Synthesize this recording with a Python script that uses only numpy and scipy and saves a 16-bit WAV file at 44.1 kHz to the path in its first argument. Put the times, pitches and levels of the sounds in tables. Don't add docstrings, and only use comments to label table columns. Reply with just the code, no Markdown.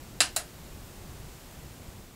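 import sys
import numpy as np
from scipy import signal
from scipy.fft import rfft, irfft, next_fast_len
from scipy.io import wavfile
from scipy.ndimage import uniform_filter1d, map_coordinates

SR = 44100
rng = np.random.default_rng(int(sys.argv[2]) if len(sys.argv) > 2 else 0)


def elevation(decibels):
    levels = np.asarray(decibels, float)
    return 10 ** (levels / 20)


def bounce(signal):
    frames = np.transpose(np.atleast_2d(signal))
    limited = np.clip(frames, -1, 1)
    pcm = np.round(limited * 32767).astype(np.int16)
    wavfile.write(sys.argv[1], SR, pcm)


N = 94815

# frequency in Hz, relative density in dB per Hz.
AIR_SPECTRUM_HZ_DB = [(12, -37), (20, 2), (107, -2), (145, -3.5), (186, -6), (325, -11), (354, -11.5),
                      (385, -12.5), (523, -14), (568, -15), (772, -16.5), (1640, -22), (6080, -26),
                      (7390, -24.5), (10300, -29), (11900, -29.5), (15700, -21)]
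# frequency in Hz, gain in dB relative to the air common to both channels.
SIDE_GAIN_HZ_DB = [(20, -38), (200, -36), (400, -25), (1000, -27), (3000, -24), (6000, -34.5), (16000, -35)]
# frequency in Hz, rms level in dB, wander in Hz.
HUM_HZ_DB_HZ = [(54.8, -61.5, 2.8), (121.3, -64, 1.63), (360.7, -66, 1.51)]
# frequency in Hz, rms level in dB, wander in Hz.
WHINE_HZ_DB_HZ = (12247, -69.5, 6)
# time in seconds, gain in dB.
AIR_LEVEL_S_DB = [(0, 0), (.2, -1.5), (.33, -0.5), (.5, -0.5), (1.3, 0), (1.9, -1), (2.05, -2.5),
                  (2.15, -4)]
# frequency in Hz, t60 in seconds.
ROOM_HZ_T60_S = [(400, 0.27), (1000, 0.22), (2800, 0.21), (7000, 0.18), (11000, 0.16), (15000, 0.093)]
# delay in seconds, relative energy in dB.
ECHOES_S_DB = [(.0032, -12), (.0042, -10), (.0058, -11), (.0105, -10), (.0145, -14)]
# frequency in Hz, width in Hz, relative level in dB.
CASING_HZ_HZ_DB = [(296, 28, -5), (692, 110, -0.5), (1294, 58, -10.5), (1580, 670, -2), (2755, 500, -6.5),
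                   (4150, 560, -3.5), (4910, 400, -3), (5530, 300, -6), (7000, 650, -7.5),
                   (8190, 1000, -4.5), (9230, 440, -5.5), (10080, 550, -5), (11300, 250, -11),
                   (13900, 2000, -41)]
# frequency in Hz,
# level in dB relative to the direct peak, t60 in seconds.
RING_HZ_DB_S = [(634, -25, 0.064), (678, -23.5, 0.06), (722, -30, 0.16), (1353, -30, 0.041),
                (1554, -34, 0.14), (1847, -46, 0.06), (2727, -25, 0.1), (4000, -13, 0.056),
                (7370, -9.5, 0.027)]
# brightness in dB
# per octave, casing boom in dB, top edge in dB.
SNAPS = [(-3.5, -1, -2, -9.5), (-11.5, .5, 6, 7)]
# start in seconds, rebound spacing in seconds, level step per rebound in dB.
CONTACTS_S_S_DB = [(.20458, .00027, -2.5), (.36315, .00024, -2)]
# frequency in Hz, gain in dB.
TOP_HZ_DB = [(20, 0), (15700, 0), (15800, -26), (16400, -42), (16700, -55), (22000, -60)]

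AIR_DB = -45.5
RUMBLE_SWAY_DB, RUMBLE_TOP_HZ = 3, 313
ECHO_SMEAR_S = 0.00091
DIFFUSE_DB, ROOM_BUILD_S = -1, 0.00033
EVEN_BINS = 210
BOOM_BELOW_HZ = 1000
SCATTER_DB = 2.5
RADIATES_HZ, EDGE_HZ = 350, 12300
FOCUS = 1.34
ROOM_DB = 5.5
RING_ATTACK_S = 0.0015


def unit(x):
    return x / np.sqrt(np.mean(x ** 2) + 1e-20)


def along(points, hz):
    f, v = np.transpose(points)
    return np.interp(np.log(hz + 1), np.log(f + 1), v)


def wobble(knots_per_s):
    knots = rng.standard_normal(int(N * knots_per_s / SR) + 4)
    return map_coordinates(knots, [np.arange(N) * knots_per_s / SR])


def filtered(x, response):
    m = 2 * next_fast_len(x.shape[-1] // 2 + 4096)
    spectrum = rfft(x, m) * response(np.fft.rfftfreq(m, 1 / SR))
    return irfft(spectrum, m)[..., :x.shape[-1]]


def causal(gain):
    c = irfft(np.log(gain + 1e-6))
    c[1:len(c) // 2] *= 2
    c[len(c) // 2 + 1:] = 0
    return np.exp(rfft(c))


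def hiss_and_rumble():
    mid = filtered(rng.standard_normal(N), lambda hz: elevation(along(AIR_SPECTRUM_HZ_DB[:-1], hz)))
    mid = unit(mid)
    low = filtered(mid, lambda hz: 1 / (1 + (hz / RUMBLE_TOP_HZ) ** 2))
    mid = mid + low * (elevation(RUMBLE_SWAY_DB * wobble(5.62)) - 1)
    side = filtered(rng.standard_normal(N), lambda hz: elevation(along(AIR_SPECTRUM_HZ_DB, hz)))
    side = filtered(unit(side), lambda hz: elevation(along(SIDE_GAIN_HZ_DB, hz)))
    return elevation(AIR_DB) * np.array([mid + side, mid - side])


def hum_and_whine():
    out = np.zeros(N)
    for hz, rms_db, wander_hz in [*HUM_HZ_DB_HZ, WHINE_HZ_DB_HZ]:
        cycles = np.cumsum(hz + wander_hz * wobble(8.14)) / SR
        out += elevation(rms_db) * np.sqrt(2) * np.sin(2 * np.pi * cycles)
    return out


def air():
    level = elevation(np.interp(np.arange(N) / SR, *np.transpose(AIR_LEVEL_S_DB)))
    return level * (hiss_and_rumble() + hum_and_whine())


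def room():
    hz, t, z = signal.stft(rng.standard_normal(SR // 2), SR, nperseg=128)
    decay = elevation(-60 * t / along(ROOM_HZ_T60_S, hz)[:, None])
    tail = signal.istft(z * decay, SR, nperseg=128)[1][:SR // 2]
    t = np.arange(len(tail)) / SR
    build = 1 - np.exp(-t / ROOM_BUILD_S)
    tail = elevation(DIFFUSE_DB) * tail * build / np.linalg.norm(tail)
    shape = sum(elevation(db) * (t >= s) * np.exp(-np.abs(t - s) / ECHO_SMEAR_S) for s, db in ECHOES_S_DB)
    echoes = shape * rng.standard_normal(len(t)) / np.sqrt(ECHO_SMEAR_S * SR / 2)
    answer = rfft(tail + echoes)
    broad_power = np.abs(uniform_filter1d(np.abs(answer) ** 2, EVEN_BINS))
    return irfft(answer * causal(1 / np.sqrt(broad_power)))


def snap(peak_db, tilt_db, boom_db, edge_db, rebound_s, rebound_db):
    t = np.arange(SR // 2) / SR
    hits = np.arange(5)
    blow = np.zeros(len(t))
    blow[np.round(hits * rebound_s * SR).astype(int)] = elevation(hits * rebound_db)

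    def colour_db(hz):
        return tilt_db * np.log2(hz / 4000) + boom_db * (hz < BOOM_BELOW_HZ)

    scatter_db = SCATTER_DB * rng.standard_normal(len(CASING_HZ_HZ_DB))
    modes = [(c, w, elevation(db + up + colour_db(c))) for (c, w, db), up in zip(CASING_HZ_HZ_DB, scatter_db)]

    def body(f):
        radiation = f ** 2 / (f ** 2 + RADIATES_HZ ** 2)
        edge = elevation(edge_db / (1 + (EDGE_HZ / (f + 1)) ** 12))
        power = sum((g * f * w) ** 2 / ((c * c - f * f) ** 2 + (f * w) ** 2) for c, w, g in modes)
        return radiation * edge * np.sqrt(power)

    direct = filtered(blow, lambda f: causal(body(f) ** FOCUS))
    spread = filtered(room(), lambda f: causal(body(f)))
    spread = spread * elevation(ROOM_DB) * np.linalg.norm(direct) / np.linalg.norm(spread)
    ring = np.zeros(len(t))
    for hz, db, t60_s in RING_HZ_DB_S:
        ring += elevation(db + colour_db(hz) - 60 * t / t60_s) * np.sin(2 * np.pi * hz * t)
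    ring = ring * (1 - np.exp(-t / RING_ATTACK_S))
    return elevation(peak_db) * ((direct + spread) / np.abs(direct).max() + ring)


def button():
    out = np.zeros(N + SR)
    for how, (start_s, *rebounds) in zip(SNAPS, CONTACTS_S_S_DB):
        heard = snap(*how, *rebounds)
        out[round(start_s * SR):][:len(heard)] += heard
    return out[:N]


def scene():
    return air() + button()


def top_cut(x):
    return signal.sosfilt(signal.butter(12, 16640, fs=SR, output="sos"), x)


def record(dry):
    mix = filtered(dry, lambda hz: elevation(along(TOP_HZ_DB, hz)))
    return top_cut(mix)


dry = scene()
out = record(dry)
bounce(out)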